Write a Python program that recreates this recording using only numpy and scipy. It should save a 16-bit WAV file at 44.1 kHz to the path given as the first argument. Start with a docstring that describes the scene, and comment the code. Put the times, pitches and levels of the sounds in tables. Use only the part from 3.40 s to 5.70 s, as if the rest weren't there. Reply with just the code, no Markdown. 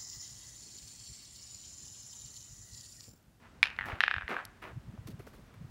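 """Light wind rumbles over a quiet garden: coloured noise, with short band-passed bumps on the microphone.
Shoes and a hand crunch the gravel of a walled court: dense random clicks in three colours, swelling and dying.
From 0.23 s a player gathers steel boules: each clack rings a hollow and a shell, and the walls throw it back.
Larger stones knock from 0.49 s as short damped resonances; one thin noise tick falls at 1.05 s."""
import sys
import numpy as np
from scipy import signal
from scipy.fft import rfft, irfft
from scipy.io import wavfile

SR = 44100
rng = np.random.default_rng(int(sys.argv[2]) if len(sys.argv) > 2 else 0)


def generate_wav(sig):
    """Save sig (samples, or channels by samples) to the path in sys.argv[1] as 16-bit PCM at SR."""
    pcm = np.round(np.clip(np.atleast_2d(sig).T, -1, 1) * 32767).astype(np.int16)
    wavfile.write(sys.argv[1], SR, pcm)


N = 101429


def undb(db):
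    """Decibels to amplitude gain."""
    return 10 ** (np.asarray(db) / 20)


def unit(x):
    """Scale to rms 1."""
    return x / np.sqrt(np.mean(x ** 2))


def band(f, hz, width_hz):
    """Response of one resonance, gain 1 at its centre."""
    return 1j * f * width_hz / (hz ** 2 - f ** 2 + 1j * f * width_hz)


def lowpass(f, hz):
    """Response of a two-pole low-pass."""
    return 1 / (1 - (f / hz) ** 2 + 1j * np.sqrt(2) * f / hz)


def colour(x, points):
    """Minimum-phase filter through (f/Hz, relative level/dB) points; the result has rms 1."""
    hz, db = np.array(points, float).T
    f = np.fft.rfftfreq(4096, 1 / SR)
    level_db = np.interp(np.log(f + 1), np.log(hz), db)
    cepstrum = irfft(np.log(undb(level_db)))
    # fold the cepstrum onto positive time: causal
    half = len(cepstrum) // 2
    cepstrum[1:half] *= 2
    cepstrum[half + 1:] = 0
    impulse = irfft(np.exp(rfft(cepstrum)))
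    return unit(signal.fftconvolve(x, impulse)[:N])


def add(out, start_s, x):
    """Mix x in from a start time."""
    i = max(int(start_s * SR), 0)
    out[i:i + len(x)] += x[:max(len(out) - i, 0)]


def garden_hush():
    """Steady noise, strongest in the lows."""
    # garden colour: f/Hz, relative level/dB per Hz
    hush_colour = [(20, -25), (100, 4.5), (300, 0), (600, -4.5), (1300, -5.5), (2500, -12.5), (4000, -17.5),
                   (8000, -23.5), (16000, -37)]
    rms_db = -62
    return undb(rms_db) * colour(rng.standard_normal(N), hush_colour)


def wind(t):
    """Low noise rumble of varying level, plus bumps of air: band-passed noise under Gaussian windows."""
    # rumble level: t/s, level/dB
    rumble_level = [(0, -62), (.35, -60.5), (.48, -49.5), (.62, -63.5), (.92, -63.5), (1.2, -60.5),
                    (1.4, -58), (1.75, -56), (1.92, -56.5), (2.1, -61.5), (2.3, -54.5)]
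    # rumble colour: f/Hz, relative level/dB per Hz
    rumble_colour = [(20, -30.5), (45, 2.5), (75, 1), (140, -4), (250, -6), (400, -36), (1000, -42.5)]
    # air bumps on the microphone: t/s, peak/dB, f/Hz, Gaussian half length/s
    bumps = [(0.174, -52.5, 76, 0.016), (0.529, -33.5, 83, 0.0088), (0.776, -35.5, 73.5, 0.012),
             (0.847, -41.5, 64.6, 0.015), (1.083, -50.5, 74, 0.022), (1.327, -44, 86, 0.01),
             (1.372, -34, 116, 0.008), (1.491, -38, 106.5, 0.013), (1.545, -42.5, 165, 0.0093),
             (1.602, -37, 90.8, 0.013), (1.664, -39.5, 109, 0.0056), (1.695, -37, 197, 0.0058),
             (1.737, -37.5, 120, 0.017), (1.809, -44, 107, 0.011), (1.992, -47.5, 240, 0.0078),
             (2.027, -48.5, 138, 0.015), (2.176, -45, 105, .012), (2.218, -40.5, 143, 0.0079),
             (2.251, -38, 106, 0.01)]
    width_ratio = 0.93  # width over centre of each of three cascaded bands
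    times, levels_db = np.array(rumble_level).T
    out = undb(np.interp(t, times, levels_db)) * colour(rng.standard_normal(N), rumble_colour)
    f = np.fft.rfftfreq(N, 1 / SR)
    air = rfft(rng.standard_normal(N))
    for centre_s, peak_db, hz, half_s in bumps:
        bump = irfft(air * band(f, hz, width_ratio * hz) ** 3, N)
        bump *= np.exp(-.5 * ((t - centre_s) / half_s) ** 2)
        out += undb(peak_db) * bump / np.abs(bump).max()
    return out


def grains(per_s, spread_db):
    """Dense random clicks of either sign and uneven size."""
    hit = rng.random(N) < per_s / SR
    sign = rng.choice([-1, 1], N)
    size = undb(spread_db * np.minimum(rng.exponential(size=N), 4))
    return hit * sign * size


def swell(t, rise_s, fall_s):
    """Rise from 0 to 1, then die away exponentially."""
    return np.clip(t / rise_s, 0, 1) ** 0.41 * np.exp(-np.maximum(t - rise_s, 0) / fall_s)


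def gravel(t):
    """Fine grit sprays at first touch; crunch and low weight swell together as the load comes on."""
    # shoe and finger scuffs: start/s, rise/s, fall/s, crunch/dB, weight/dB, grit/dB, grit fall/s
    scuffs = [(0.018, 0.047, 0.026, -59, -76, -75, 0.023),
              (0.453, 0.052, 0.058, -40.5, -49.5, -57.5, 0.041),
              (0.886, 0.037, 0.03, -35.5, -40.5, -58.5, 0.041), (0.961, 0.027, 0.046, -46, -63, -77, .03),
              (1.219, 0.022, 0.039, -44, -51, -63.5, 0.048), (1.264, 0.045, .012, -62, -55, -80.5, 0.037),
              (1.573, 0.0021, 0.0064, -71, -55.5, -92.5, 0.0051),
              (1.67, .012, 0.0061, -55.5, -51, -51.5, 0.014),
              (1.702, 0.0033, 0.024, -94, -56, -58.5, 0.0095),
              (1.791, 0.015, 0.0052, -55.5, -52.5, -62.5, 0.025),
              (1.865, 0.0072, .012, -56, -51.5, -61.5, 0.027),
              (1.93, .015, 0.012, -61.5, -56.5, -68, 0.088),
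              (2.059, 0.046, 0.037, -68.5, -63.5, -76, 0.023), (2.138, 0.0059, .01, -61.5, -60, -71, 0.011)]
    # crunch colour: f/Hz, relative level/dB per Hz
    crunch_colour = [(200, -47), (600, -2.5), (1100, 1), (1600, -1), (2400, -6), (3500, -17), (5000, -28.5),
                     (8000, -38.5), (16000, -51)]
    # weight colour: f/Hz, relative level/dB per Hz
    weight_colour = [(60, -35), (180, -0.5), (350, 3.5), (650, -1), (1100, -23.5), (2000, -14.5),
                     (6000, -90)]
    # fine grit colour: f/Hz, relative level/dB per Hz
    grit_colour = [(800, 3), (2500, 4.5), (4500, 7), (8000, 0), (12000, 2.5), (16000, -1)]
    grains_per_s, spread_db, grit_rise_s = 5000, 3.8, 0.0047
    crunch = colour(grains(grains_per_s, spread_db), crunch_colour)
    weight = colour(grains(grains_per_s, spread_db), weight_colour)
    grit = colour(grains(grains_per_s, spread_db), grit_colour)
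    out = np.zeros(N)
    for start_s, rise_s, fall_s, crunch_db, weight_db, grit_db, grit_fall_s in scuffs:
        stones = undb(crunch_db) * crunch + undb(weight_db) * weight
        out += swell(t - start_s, rise_s, fall_s) * stones
        out += swell(t - start_s, grit_rise_s, grit_fall_s) * undb(grit_db) * grit
    return out


def clack(pitch_hz, contact_hz):
    """One contact rings hollow and shell, duller and longer if gentle; returns (ahead, towards the walls)."""
    # hollow between balls and hand: multiple of its pitch, width/Hz, relative level/dB
    hollow_modes = [(.51, 110, -15), (.84, 250, -9), (1.02, 260, 5), (1.47, 119, -6), (1.63, 1000, -7),
                    (2.17, 120, -2), (3.01, 190, -6)]
    body_low_hz = 1800  # a ball this small radiates poorly below this
    swell_width_hz = 2700  # the hollow takes a cycle or so to build up
    full_shell_hz = 3570  # contact for full shell level; below, it weakens with the square of brightness
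    snap_hz, snap_width_hz, snap_db = 15280, 11000, -7
    steel_hz, steel_width_hz, steel_db = 10760, 1600, 4.5
    open_hz, open_width_hz, open_db = 2600, 2060, -6.5  # broader sound leaving the hands

    f = np.fft.rfftfreq(2048, 1 / SR)
    push = lowpass(f, contact_hz) ** 2 * 1j * f / (body_low_hz + 1j * f)
    hollow = sum(undb(db) * band(f, ratio * pitch_hz, width_hz) for ratio, width_hz, db in hollow_modes)
    hollow = hollow * lowpass(f, 2.3 * contact_hz)
    snap = undb(snap_db) * band(f, snap_hz, snap_width_hz)
    steel = snap - undb(steel_db) * band(f, steel_hz, steel_width_hz)
    shell = steel * (contact_hz / full_shell_hz) ** 2
    build_up = 1 - 2 * band(f, pitch_hz, swell_width_hz)  # all-pass
    ahead = irfft(push * build_up * (hollow + shell))
    opening = undb(open_db) * band(f, open_hz, open_width_hz)
    around = irfft(push * opening * lowpass(f, 7500))
    return np.array([ahead, around]) / np.abs(ahead).max()


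def scatter(x, db, t60_s):
    """Tail of random scattered reflections, quick to build and dying exponentially."""
    reflections_per_s, build_s = 750, .006
    t = np.arange(N) / SR
    decay = np.exp(-np.log(1000) * t / t60_s)
    tail = grains(reflections_per_s, spread_db=-0.5) * decay * (1 - np.exp(-t / build_s))
    tail /= np.sqrt(np.sum(tail ** 2))
    return undb(db) * signal.fftconvolve(x, tail)[:N]


def crossover(kind):
    """One side of the steep split between the tail's body and its treble."""
    return signal.butter(6, 2590, kind, fs=SR, output="sos")


def boules():
    """The clacks, their slaps off the walls and the court's tail, whose treble dies first."""
    # boule on boule: t/s, peak/dB, hollow pitch f/Hz, contact brightness f/Hz, near-wall echo/dB
    clacks = [(0.2296, -3.5, 2300, 3430, -11.5), (0.3883, -17.5, 1950, 2010, -11),
              (.4100, -22, 1860, 1970, -6), (0.428, -28.5, 1740, 1928, -15), (.4400, -28, 1760, 1770, -20),
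              (.4492, -31, 1700, 1780, -2), (0.4562, -35.5, 1740, 1770, -2),
              (0.6059, -8.5, 1773, 3270, -13), (0.6372, -8.5, 1665, 2730, -28),
              (.6799, -12, 1634, 2540, -42), (.7120, -14.5, 1650, 2530, -27),
              (.7406, -17.5, 1650, 2470, -41), (0.7635, -22, 1630, 2320, -31),
              (.7822, -22.5, 1590, 2220, -36), (0.797, -43.5, 1470, 2240, -35),
              (0.8106, -28.5, 1574, 2080, -27), (.8211, -29, 1570, 2000, -29),
              (0.8314, -34, 1580, 1850, -25), (0.8797, -24, 1894, 2670, -29),
              (.9660, -19.5, 1585, 1690, -15), (0.9889, -25.5, 1500, 1570, -29),
              (1, -30.5, 1480, 1650, -19), (1.0075, -37, 1620, 1590, -9)]
    # farther walls: delay/s, level/dB
    echoes = [(.0268, -15), (.0319, -24), (.0338, -33), (.0403, -18.5), (.0463, -24), (.073, -26),
              (.089, -40), (.1355, -30)]
    near_wall_s = .0087
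    direct, outward, slap = np.zeros((3, N))
    for start_s, peak_db, pitch_hz, contact_hz, wall_db in clacks:
        ahead, around = undb(peak_db) * clack(pitch_hz, contact_hz)
        add(direct, start_s, ahead)
        add(outward, start_s, around + undb(-6) * ahead)
        add(slap, start_s + near_wall_s, undb(wall_db) * ahead)
    for delay_s, db in echoes:
        add(slap, delay_s, undb(db) * outward)
    low = signal.sosfilt(crossover("low"), outward)
    high = signal.sosfilt(crossover("high"), outward)
    tail = scatter(low, db=-8.5, t60_s=.6) + scatter(high, db=-12, t60_s=.27)
    return direct + slap + tail


def knocks():
    """Larger stones shift under shoe and hand, each a short damped knock."""
    # stones and dull knocks: t/s, peak/dB, f/Hz, width of each of three cascaded bands/Hz
    stones = [(0.4915, -40, 1700, 1300), (0.5204, -29.5, 2000, 1150), (0.8962, -33, 1270, 1180),
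              (0.915, -30, 900, 1100), (1.24, -33.5, 1480, 1830), (1.718, -50, 3900, 3000),
              (1.577, -49, 800, 910), (1.687, -44.5, 293, 248), (1.800, -41.5, 370, 200),
              (1.8743, -45, 1450, 696), (1.873, -46, 420, 250)]
    out = np.zeros(N)
    f = np.fft.rfftfreq(4096, 1 / SR)
    for start_s, peak_db, hz, width_hz in stones:
        knock = irfft(band(f, hz, width_hz) ** 3)
        add(out, start_s, undb(peak_db) * knock / np.abs(knock).max())
    return out


def tick(t):
    """One thin, bright tick: coloured noise with a fast rise and exponential fall."""
    # tick colour: f/Hz, relative level/dB per Hz
    tick_colour = [(1000, -25), (2500, -23), (3500, -3.5), (5500, -7), (8000, -11), (10500, -3),
                   (13000, -14), (16000, -23)]
    start_s, rise_s, fall_s, level_db = 1.0518, 0.00036, 0.0017, -39
    noise = colour(rng.standard_normal(N), tick_colour)
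    return undb(level_db) * swell(t - start_s, rise_s, fall_s) * noise


def scene():
    """Garden hush, wind, gravel, boules, knocks and tick, summed to one channel."""
    t = np.arange(N) / SR
    return (garden_hush() + wind(t) + gravel(t) + boules() + knocks() + tick(t))[None]


def record(dry):
    """The recorder cuts the top: steep elliptic low-pass."""
    top_hz, ripple_db, stop_db = 16100, .2, 70
    return signal.sosfilt(signal.ellip(8, ripple_db, stop_db, top_hz, fs=SR, output="sos"), dry)


dry = scene()
out = record(dry)
generate_wav(out)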